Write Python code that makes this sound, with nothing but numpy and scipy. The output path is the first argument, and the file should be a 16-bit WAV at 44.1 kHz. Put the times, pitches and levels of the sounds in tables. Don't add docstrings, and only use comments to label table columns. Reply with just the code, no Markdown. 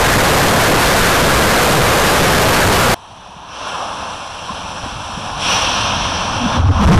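import sys
import numpy as np
from scipy import signal
from scipy.io import wavfile
from scipy.ndimage import uniform_filter1d

SR = 44100
rng = np.random.default_rng(int(sys.argv[2]) if len(sys.argv) > 2 else 0)


def inscribe(sig):
    pcm = np.round(np.clip(np.atleast_2d(sig).T, -1, 1) * 32767)
    wavfile.write(sys.argv[1], SR, pcm.astype(np.int16))


def gain_from_db(level_db):
    decades = np.asarray(level_db, float) / 20
    return 10 ** decades


N = 308252
T = np.arange(N) / SR
CUT_S = 2.9442

# time_s, level_db
RUMBLE_LEVEL = [(3.0, -50), (3.6, -46), (4.0, -40), (4.44, -42.5), (4.56, -37.5), (5.4, -32.5), (5.7, -28),
                (6.5, -26.5), (6.99, -9.5)]
# freq_hz, density_db_per_hz
DEEP_SPECTRUM = [(12, -7), (30, -4.5), (70, 2), (110, 1.5), (135, -13)]
# freq_hz, density_db_per_hz
UPPER_SPECTRUM = [(90, -50), (115, -0.5), (200, 0), (300, -7), (400, -27), (520, -18.5)]
UPPER_DB = -3
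UPPER_SPRAY_SHARE, UPPER_SPRAY_DB = 0.59, -31

# time_s, level_db, brightness_db
HISS_LEVEL = [(3.0, -39, -1), (3.46, -36.5, -4), (3.55, -31.5, -2), (3.66, -24, -5), (3.8, -22.5, -8.5),
              (4.33, -30.5, -3), (4.6, -27, -5), (5.05, -29, -2.5), (5.37, -25, -5.5), (5.43, -23.5, 3.5),
              (5.5, -17, 1), (5.9, -20, -1), (6.46, -21, -4), (6.56, -16, -7.5), (6.62, -24, -10),
              (6.74, -22.5, -10), (6.9, -12.5, -9), (6.99, -11, -13)]
# freq_hz, density_db_per_hz
SPRAY_SPECTRUM = [(200, -11), (400, -7), (700, -2.5), (1000, 0.5), (1600, -7), (2600, -9), (3300, -7.5),
                  (4200, -16.5), (5800, -9.5), (7500, -23), (10000, -25.5), (11500, -39.5), (14000, -60),
                  (16000, -70)]
# freq_hz, density_db_per_hz
IDLE_SPECTRUM = [(150, -16), (480, -13), (650, -6), (930, 0.5), (1250, -8.5), (1500, -14), (1650, -12),
                 (2050, -25.5), (2500, -15), (3200, -12), (4200, -20), (4800, -28), (5800, -15.5),
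                 (6700, -33)]
IDLE_UNTIL_S, IDLE_AIR_DB = 3.52, -4
# freq_hz, width_hz, gain_db
HOUSING_NOTCHES = [(400, 82, -7.5), (2050, 268, -13.5), (4750, 460, -5.5), (6650, 480, -12.5),
                   (8740, 400, -5.5)]
# freq_hz, width_hz, gain_db
HOUSING_RIDGES = [(1048, 34, 3.5), (2160, 50, 6.5), (2710, 48, 4), (3220, 46, 2.5), (4230, 67, 5)]
AIR_FOLLOW, AIR_DB = 1.03, -14
STEAM_S, STEAM_GROW_S, STEAM_DB = 5.26, 0.39, -5.5
STEAM_CLEARS_S, STEAM_CLEARING_S = 6.87, 0.062

# time_s, peak_db, pitch_hz, t60_s
PAD_KNOCKS = [
    (4.493, -10.5, 1050, .03),
    (4.5195, -14, 1110, .03),
]
# time_s, peak_db, pitch_hz, t60_s
GUST_THUMPS = [
    (3.12, -31, 105, .08),
    (3.29, -31, 194, .07),
    (3.365, -24, 170, .03),
    (4.505, -16, 200, .05),
    (4.836, -19, 67, .1),
    (4.86, -13, 260, .03),
    (4.959, -13, 130, .035),
    (5.175, -11, 190, .03),
    (5.94, -20, 75, .1),
]
# time_s, peak_db
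IGNITER_CRACKS = [(5.4283, -47), (5.4852, -39), (5.4897, -29), (5.5156, -33), (5.5326, -33), (5.559, -32),
                  (5.6099, -34), (5.6353, -38), (5.6688, -36), (5.6977, -37), (5.7142, -35), (5.7421, -37),
                  (5.766, -34), (5.8259, -38), (5.9571, -36), (6.1138, -41), (6.1721, -43), (6.4445, -43),
                  (6.5503, -42), (6.5737, -38), (6.8356, -40), (6.8511, -32), (6.882, -39), (6.8925, -33),
                  (6.905, -36), (6.9159, -32), (6.9409, -29), (6.9658, -25)]
CRACK_HZ, CRACK_T60_S, CRACK_DB = 13500, 0.002, 6

# start_s, rate_per_s, lasting_share, thinning_s, size_db
EXHAUST_SHOCKS = [
    (5.46, 42, .1, .25, -18),
    (6.81, 170, .7, .04, -2),
]

# centre_s, half_length_s, peak_db, pitch_hz
DUCT_HEAVE = [
    (6.68, .06, -25, 39.7),
    (6.94, 0.071, -11, 28.1),
]
# centre_s, half_length_s, peak_db, pitch_hz
DUCT_LOW = [
    (6.6, .03, -11, 86),
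    (6.652, 0.021, -9.5, 83.85),
    (6.703, 0.027, -3.5, 86.05),
    (6.785, 0.022, -14, 77),
    (6.868, .018, -1.5, 81.35),
    (6.985, .04, -2.5, 108.2),
]
# centre_s, half_length_s, peak_db, pitch_hz
DUCT_HIGH = [
    (6.445, 0.037, -17, 234.5),
    (6.565, 0.043, -20, 255.6),
    (6.7, 0.022, -24, 279.2),
    (6.835, 0.044, -16, 194.6),
    (6.9, 0.028, -1.5, 177.5),
    (6.96, .045, -7, 161.8),
]
BOOM_EDGE_DB = -12

# freq_hz, density_db_per_hz
JET_SPECTRUM = [(15, -6), (60, 2), (150, 2), (300, -4), (400, -1.5), (530, 0.5), (800, -3.5), (1200, -3.5),
                (1650, -4.5), (1900, -10), (2500, -15.5), (4000, -21.5), (8000, -29), (16000, -35.5)]
JET_DB, JET_BIAS = 8, -0.15

RAILS_A = (-.26, 0.27)
RAILS_B = (-.45, .45)
GRIT_A_DB, GRIT_B_DB = -14, -66
SELF_NOISE_DB = -76


def evened(x):
    return x / np.sqrt(np.mean(abs(x) ** 2) + 1e-20)


def read(points, hz):
    f, value = np.transpose(points)
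    return np.interp(np.log(hz + 1), np.log(f + 1), value, -120, -120)


def curve(rows, t, index):
    rows = np.array(rows)
    return np.interp(t, rows[:, 0], rows[:, index])


def noise(colour_db, size, patchy_db, flicker_db):
    hop = size // 4
    hz, frames = np.fft.rfftfreq(size, 1 / SR), N // hop + 5
    real, imag, patches = rng.standard_normal((frames, len(hz), 3)).T
    patches = uniform_filter1d(patches, size // 64, axis=0)
    patches = evened(uniform_filter1d(patches, size=12, axis=1))
    flicker = evened(uniform_filter1d(rng.standard_normal(frames), size=3))
    field_db = colour_db(hz[:, None], np.arange(frames) * hop / SR)
    field_db = field_db + patchy_db * patches + flicker_db * flicker
    spectra = (real + 1j * imag) * gain_from_db(field_db)
    return evened(signal.istft(spectra, nperseg=size, noverlap=size - hop)[1][:N])


def steady(spectrum):
    return lambda hz, t: read(spectrum, hz) + 0 * t


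def rumble():
    deep = noise(steady(DEEP_SPECTRUM), size=4096, patchy_db=0.5, flicker_db=0.2)
    upper = noise(steady(UPPER_SPECTRUM), size=2048, patchy_db=1.0, flicker_db=1.5)
    level = gain_from_db(curve(RUMBLE_LEVEL, T, index=1))
    stirred = gain_from_db(UPPER_SPRAY_DB + UPPER_SPRAY_SHARE * curve(HISS_LEVEL, T, index=1))
    return level * deep + np.hypot(gain_from_db(UPPER_DB) * level, stirred) * upper


def hiss_colour_db(hz, t):
    housing = sum(db * np.exp(-((hz - f) / width) ** 2) for f, width, db in HOUSING_NOTCHES + HOUSING_RIDGES)
    bright = curve(HISS_LEVEL, t, index=2)
    steam_grown = np.clip((t - STEAM_S) / STEAM_GROW_S, 0, 1)
    steam_left = np.clip((STEAM_CLEARS_S - t) / STEAM_CLEARING_S, 0, 1)
    air = AIR_DB + AIR_FOLLOW * bright + STEAM_DB * steam_grown * steam_left
    air = air + IDLE_AIR_DB * (t < IDLE_UNTIL_S + 0.15)
    middle = np.clip((hz - 1250) / 900, 0, 1)
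    top = np.clip((hz - 6500) / 500, 0, 1)
    spray = read(SPRAY_SPECTRUM, hz) + housing + (middle - top) * (bright + 2.9) + top * (air + 18)
    idle = np.clip((IDLE_UNTIL_S - t) / 0.085, 0, 1) * (1 - top)
    return idle * (read(IDLE_SPECTRUM, hz) + 3) + (1 - idle) * spray


def hiss():
    level = gain_from_db(curve(HISS_LEVEL, T, index=1) + 1.43)
    return level * noise(hiss_colour_db, size=1024, patchy_db=0.72, flicker_db=0.36)


def rings(rows, rise_s):
    out, t = np.zeros(N + 8000), np.arange(8000) / SR
    rise = 1 - np.exp(-t / rise_s)
    for start_s, db, hz, t60_s in rows:
        ring = gain_from_db(db - 60 * t / t60_s) * np.sin(2 * np.pi * hz * t) * rise
        out[round(start_s * SR):][:len(t)] += ring
    return out[:N]


def blows():
    crack_rows = [(s, db + CRACK_DB, CRACK_HZ, CRACK_T60_S) for s, db in IGNITER_CRACKS]
    cracks = rings(crack_rows, rise_s=0.0002)
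    return rings(PAD_KNOCKS, rise_s=0.0007) + rings(GUST_THUMPS, rise_s=0.0015) + cracks


def shocks():
    draws, size = rng.random((len(EXHAUST_SHOCKS), N)), rng.exponential(1, N)
    fronts = np.zeros(N)
    for draw, (start_s, rate, lasting, thin_s, db) in zip(draws, EXHAUST_SHOCKS):
        rate_per_s = rate * (lasting + (1 - lasting) * np.exp(-abs(T - start_s) / thin_s))
        fronts += (T > start_s) * (draw < rate_per_s / SR) * gain_from_db(db)
    u = np.arange(600) / SR / 0.00035
    pulse = (1 - u) * np.exp(-u) * (1 - np.exp(-u / 0.2))
    return signal.oaconvolve(fronts * gain_from_db(0.82 * np.minimum(size, 3)), pulse)[:N]


def boom(rows, wander, lumps_db):
    drift, lumps = uniform_filter1d(rng.standard_normal((2, N)), size=500, axis=1)
    hz = curve(rows, T, index=3) * (1 + wander * evened(drift))
    swing = np.sqrt(2) * np.sin(2 * np.pi * np.cumsum(hz) / SR)
    lumps = evened(uniform_filter1d(lumps, size=300))
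    swells = sum(gain_from_db(db + BOOM_EDGE_DB * ((T - s) / half_s) ** 2) for s, half_s, db, _ in rows)
    return swells * gain_from_db(lumps_db * lumps) * swing


def flame_duct():
    columns = boom(DUCT_LOW, wander=0.14, lumps_db=2.5) + boom(DUCT_HIGH, wander=0.09, lumps_db=2.5)
    return columns + boom(DUCT_HEAVE, wander=0.2085, lumps_db=3)


def jet():
    roar = noise(steady(JET_SPECTRUM), size=1024, patchy_db=1.3, flicker_db=0.5)
    return gain_from_db(JET_DB) * (roar + JET_BIAS)


def scene():
    ignition = rumble() + hiss() + blows() + shocks() + flame_duct()
    return np.where(T < CUT_S, jet(), ignition)[None]


def camera(x, rails, grit_db):
    z = signal.stft(np.clip(x, *rails), nperseg=1024)[2]
    grit = rng.standard_normal(z.shape) + 1j * rng.standard_normal(z.shape)
    z = z + gain_from_db(grit_db) * uniform_filter1d(abs(z), size=16, axis=0) * grit
    return signal.istft(z, nperseg=1024)[1][:N]


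def roll_off(x):
    return signal.sosfilt(signal.butter(12, 14980, fs=SR, output="sos"), x)


def record(dry):
    first = T < CUT_S
    a = camera(dry[0] * first, RAILS_A, GRIT_A_DB)
    self_noise = gain_from_db(SELF_NOISE_DB) * rng.standard_normal(N)
    b = camera(dry[0] * ~first + self_noise, RAILS_B, GRIT_B_DB)
    band_limit = signal.firwin(121, 14450, window=("kaiser", 7), fs=SR)
    joined = signal.oaconvolve(np.where(first, a, b), band_limit, "same")
    return roll_off(joined[None])


dry = scene()
out = record(dry)
inscribe(out)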